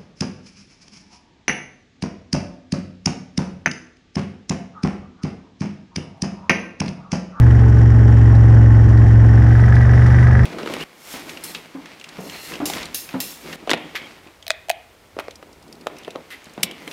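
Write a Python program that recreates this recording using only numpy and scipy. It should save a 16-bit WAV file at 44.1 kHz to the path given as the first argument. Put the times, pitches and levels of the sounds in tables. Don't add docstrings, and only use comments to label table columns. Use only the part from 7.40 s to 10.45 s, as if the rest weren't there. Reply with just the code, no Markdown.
import sys
import numpy as np
from scipy import signal
from scipy.fft import rfft, irfft, next_fast_len
from scipy.io import wavfile

SR = 44100
rng = np.random.default_rng(int(sys.argv[2]) if len(sys.argv) > 2 else 0)


def generate_wav(signal):
    frames = np.transpose(np.atleast_2d(signal))
    scaled = np.clip(frames, -1, 1) * 32767
    pcm = np.round(scaled).astype(np.int16)
    wavfile.write(sys.argv[1], SR, pcm)


def amplitude_ratio(level_db):
    exponent = np.asarray(level_db, float) / 20
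    return 10 ** exponent


N = 134505

FIRE_AT, FIRE_GAP, VALVE_GAP = 0.52, 0.61, 0.375
LEAD = (0.04, -0.07)


def rms_one(x):
    return x / np.sqrt(np.mean(x ** 2) + 1e-20)


def in_time(rows):
    s, *columns = np.transpose(rows)
    return [np.interp(np.arange(N) / SR, s, column) for column in columns]


def drift(rate_hz):
    r = np.exp(-80 * np.pi * rate_hz / SR)
    noise = rng.standard_normal(N // 40 + 2002)
    slow = signal.lfilter([1], [1, -2 * r, r * r], noise)[2000:]
    return np.interp(np.arange(N) / 40, np.arange(len(slow)), rms_one(slow))


def ring(clicks, hz, t60):
    r = amplitude_ratio(-60 / (t60 * SR))
    w = 2 * np.pi * hz / SR
    return signal.lfilter([0, np.sin(w)], [1, -2 * r * np.cos(w), r * r], clicks + 1e-18)


def coloured(x, spectrum, peaks=()):
    size = next_fast_len(N + 4096)
    hz = np.arange(size // 2 + 1) * SR / size + 1
    points = np.array(spectrum)
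    db = np.interp(np.log(hz), np.log(points[:, 0]), points[:, 1], left=-120, right=-120)
    for top_hz, width, top_db in peaks:
        db = db + top_db / (1 + (2 * (hz - top_hz) / width) ** 2)
    return rms_one(irfft(rfft(x, size) * amplitude_ratio(db), size)[:N])


def cycles():
    # (time [s], speed [cycles/s])
    speed = [(0.0, 23.505), (0.22, 22.978), (0.44, 22.774), (0.65, 22.511), (0.87, 22.315), (1.09, 22.511),
             (1.31, 22.07), (1.52, 22.245), (1.74, 22.16), (1.96, 22.395), (2.18, 23.093), (2.4, 23.682),
             (2.61, 23.849), (2.83, 24.056), (3.05, 24.48)]
    return np.cumsum(in_time(speed)[0]) / SR


def firings(spread_db, second_db, lead, gap):
    clicks = np.zeros(N)
    for at, db in ((FIRE_AT + lead, 0), (FIRE_AT + lead + gap, second_db)):
        where = np.flatnonzero(np.diff(np.floor(cycles() - at)))
        strength_db = db + spread_db * rng.standard_normal(100)[:len(where)]
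        clicks[where] = amplitude_ratio(strength_db)
    return clicks


def puffs(depth, width_s, spread_db, second_db, lead, gap=VALVE_GAP):
    bump = np.exp(-0.5 * (np.arange(-1000, 1001) / SR / width_s) ** 2)
    clicks = firings(spread_db, second_db, lead + 0.07, gap)
    gate = signal.fftconvolve(clicks, bump, "same")
    return rng.standard_normal(N) * (1 + depth * gate)


def both_sides(turn, make, levels_db):
    facing = amplitude_ratio(levels_db[0]) * make(0)
    turned = amplitude_ratio(levels_db[1]) * make(1)
    return np.sqrt(1 - turn) * facing + np.sqrt(turn) * turned


def boom(turn):
    # (multiple of the cycle rate, level [dB])
    facing = [(1, -34.5), (2, -19), (3, -4), (4, -18), (5, 1.5), (6, -18.5), (7, -29), (8, -25), (9, -24),
              (10, -20.5), (11, -23), (12, -25.5), (13, -27), (14, -20), (15, -35.5), (16, -30), (17, -37),
              (18, -34.5), (19, -28), (20, -36.5), (21, -38), (22, -53.5)]
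    # (multiple of the cycle rate, level [dB])
    turned = [(1, -30), (2, -16.5), (3, -4.5), (4, -10), (5, -0.5), (6, -28.5), (7, -17.5), (8, -31.5),
              (9, -16), (10, -25.5), (11, -33.5), (12, -39.5), (13, -34), (14, -37.5), (15, -26.5),
              (16, -32), (17, -27.5), (18, -35.5), (19, -37.5), (20, -45), (21, -45), (22, -32)]
    crest_at = 0.4
    wander_db, wander_rad, wander_hz = 0.1, 0.018, 4
    angle = 2 * np.pi * (cycles() - crest_at)
    out = 0
    for (k, facing_db), (_, turned_db) in zip(facing, turned):
        start = rng.uniform(0, 2 * np.pi) * (k not in (3, 4, 5, 7)) + np.pi * (k in (4, 7))
        db = facing_db + turn * (turned_db - facing_db) + wander_db * k * drift(wander_hz)
        phase = k * angle + start + wander_rad * k * drift(wander_hz)
        out = out + amplitude_ratio(db) * np.cos(phase)
    return np.sqrt(2) * out


def unevenness():
    # (time [s], missing pulse [dB])
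    weak = [(.090, -8), (.177, -10), (.5265, -8), (1.020, -14), (1.466, -5), (1.556, -10), (1.646, -5),
            (1.827, -12), (2.023, -8), (2.856, -8), (2.9385, -5.5), (2.977, -11)]
    uneven_db = -19
    pipe_hz, upper_hz, upper_db, rise_s = 90, 260, -15, 0.0062
    clicks = amplitude_ratio(uneven_db) * firings(0, 0, 0, FIRE_GAP) * rng.standard_normal(N)
    for s, db in weak:
        clicks[int(s * SR)] -= amplitude_ratio(db)
    t = np.arange(SR // 20) / SR
    tone = np.sin(2 * np.pi * pipe_hz * t) + amplitude_ratio(upper_db) * np.sin(2 * np.pi * upper_hz * t)
    pulse = tone * (t / rise_s * np.exp(1 - t / rise_s)) ** 2
    return signal.fftconvolve(clicks, pulse - pulse.mean())[:N]


def roar(turn):
    # (frequency [Hz], density [dB per Hz])
    spectra = [
        [(100, -7), (200, -2.5), (400, -13), (870, -13), (960, -20.5), (1350, -21), (1950, -25), (2080, -39)],
        [(100, -17.5), (200, -9.5), (450, -12), (750, -7), (1130, -19.5), (1400, -25), (1980, -13.5),
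         (2070, -30.5)],
    ]
    # (frequency [Hz], width [Hz], height [dB])
    peaks = [
        [(855, 40, 1.5), (1072, 76, 6.5), (1510, 67, 8.5), (1863, 58, 9.5)],
        [(1266, 200, 12), (1556, 250, 8), (1694, 210, 7.5), (1930, 17, 12.5)],
    ]
    levels_db = (-26, -25)
    depth = (1.0, 1.7)
    split_hz = 1230

    def part(x, kind):
        sos = signal.butter(4, split_hz, kind, fs=SR, output="sos")
        return rms_one(signal.sosfilt(sos, x))

    def side(k):
        low = puffs(depth=0.23, width_s=0.0018, spread_db=3.5, second_db=3.5, lead=0.071,
                    gap=FIRE_GAP - 0.1)
        high = puffs(depth=depth[k], width_s=0.0028, spread_db=1.2, second_db=-4, lead=LEAD[k])
        high = high * amplitude_ratio(0.4 * drift(10))
        low_share = split_hz / SR * 2
        gas = np.sqrt(low_share) * part(low, "low") + part(high, "high")
        return coloured(gas, spectra[k], peaks[k])

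    return both_sides(turn, side, levels_db)


def clatter(turn):
    # (frequency [Hz], density [dB per Hz])
    spectra = [
        [(1900, -5.5), (2700, -7), (4000, -16), (5000, -17.5), (8000, -22), (10900, -32), (12000, -38.5),
         (15700, -49)],
        [(1900, 8), (2700, -11.5), (4000, -11.5), (5000, -13), (8000, -27), (10900, -28), (12000, -34),
         (15700, -55.5)],
    ]
    # (frequency [Hz], width [Hz], height [dB])
    peaks = [
        [(3070, 250, 6), (4200, 800, -2.5), (6840, 320, 9), (10500, 450, 7)],
        [(2250, 28, 1), (4300, 1000, -6), (4930, 100, -0.5), (6900, 270, 0.5), (9300, 630, 6.5)],
    ]
    levels_db = (-49, -40)
    # (frequency [Hz], width [Hz], level [dB])
    valve = [
        (5580, 280, -55),
        (5400, 800, -50.5),
    ]
    hiss = puffs(depth=0.26, width_s=0.0012, spread_db=5.0, second_db=-10.5, lead=0.013)
    hiss = hiss * amplitude_ratio(0.89 * drift(15))
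    taps = puffs(depth=2.6, width_s=0.0035, spread_db=1.2, second_db=0.6, lead=0.03)

    def head_side(k):
        hz, width, _ = valve[k]
        return rms_one(ring(taps, hz, 2.2 / width))

    def hiss_side(k):
        return coloured(hiss, spectra[k], peaks[k])

    head = both_sides(turn, head_side, [db for _, _, db in valve])
    head_band = signal.butter(2, [4300, 6600], "band", fs=SR, output="sos")
    return signal.sosfilt(head_band, head) + both_sides(turn, hiss_side, levels_db)


def knock(turn):
    # (frequency [Hz], level [dB], 60 dB decay [s])
    modes = [(1560, -5, .03), (1690, -1, .035), (1780, .5, .04), (1950, -4, .04)]
    levels_db = (-34, -22)

    def rap(k):
        clicks = firings(2.0, -6, LEAD[k] + 0.03, VALVE_GAP)
        return np.convolve(clicks, np.hanning(11) / 4, "same")

    def side(k):
        return sum(amplitude_ratio(db) * ring(rap(k), hz, t60) for hz, db, t60 in modes)

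    return both_sides(turn, side, levels_db)


def rattles():
    # (time [s], peak level [dB], pitch [Hz])
    bumps = [(.29, -52, 6000), (.949, -49, 4200), (1.146, -52, 5500), (1.488, -50, 5700),
             (1.572, -51, 4400), (2.023, -28, 480), (2.285, -51, 6000), (2.352, -44, 4400),
             (2.662, -45, 5200), (2.87, -51, 5500), (3.03, -49, 5000)]
    # (frequency [Hz], density [dB per Hz])
    crack_spectrum = [(300, -24), (2000, -8.5), (3500, -6.5), (6000, -11), (9000, -15.5), (13000, -20.5)]
    rise_s, relative_width, ring_db = 0.008, 0.3, 1.0
    out = np.zeros(N + SR)
    broad = coloured(rng.standard_normal(N), crack_spectrum)
    white = rng.standard_normal(4000)
    t = np.arange(4000) / SR
    shape = t / rise_s * np.exp(1 - t / rise_s * 2) * 2
    for s, db, hz in bumps:
        start = int(s * SR)
        edges = [hz * (1 - relative_width / 2), hz * (1 + relative_width / 2)]
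        band = signal.butter(2, edges, "band", fs=SR, output="sos")
        own = amplitude_ratio(ring_db) * rms_one(signal.sosfilt(band, rng.permutation(white)))
        crack = rng.choice([-1, 1]) * np.roll(broad, -start)[:4000]
        out[start:][:4000] += amplitude_ratio(db) * shape * (own + (hz > 2000) * crack)
    return out[:N]


def scene():
    # (time [s], share turned away [0-1], boom [dB], mechanical noise [dB])
    swing = [
        (0, 0.14, -7, -2.4),
        (.3, 0.034, -8, -1.64),
        (1, 0.032, -7.5, -1.25),
        (1.5, 0.039, -8, -1.3),
        (1.85, 0.055, -7.5, -1.3),
        (2.1, 0.15, -8.5, -1.2),
        (2.3, 0.77, -8, -3.1),
        (2.65, 0.38, -8.5, 0.2),
        (3.05, .95, -8.5, -2.6),
    ]
    turn, boom_db, noise_db = in_time(swing)
    turn = np.clip(turn, 0, 1)
    crest = 0.92
    exhaust = crest * np.tanh((amplitude_ratio(boom_db) * boom(turn) + unevenness()) / crest)
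    mechanical = amplitude_ratio(noise_db) * (roar(turn) + clatter(turn) + knock(turn))
    return (exhaust + mechanical + rattles())[None]


def roll_off(x):
    return signal.sosfilt(signal.butter(12, 15700, fs=SR, output="sos"), x)


def record(dry):
    rumble_cut = signal.butter(2, 28, "high", fs=SR, output="sos")
    mix = signal.sosfiltfilt(rumble_cut, dry, padtype="even")
    return roll_off(mix)


dry = scene()
out = record(dry)
generate_wav(out)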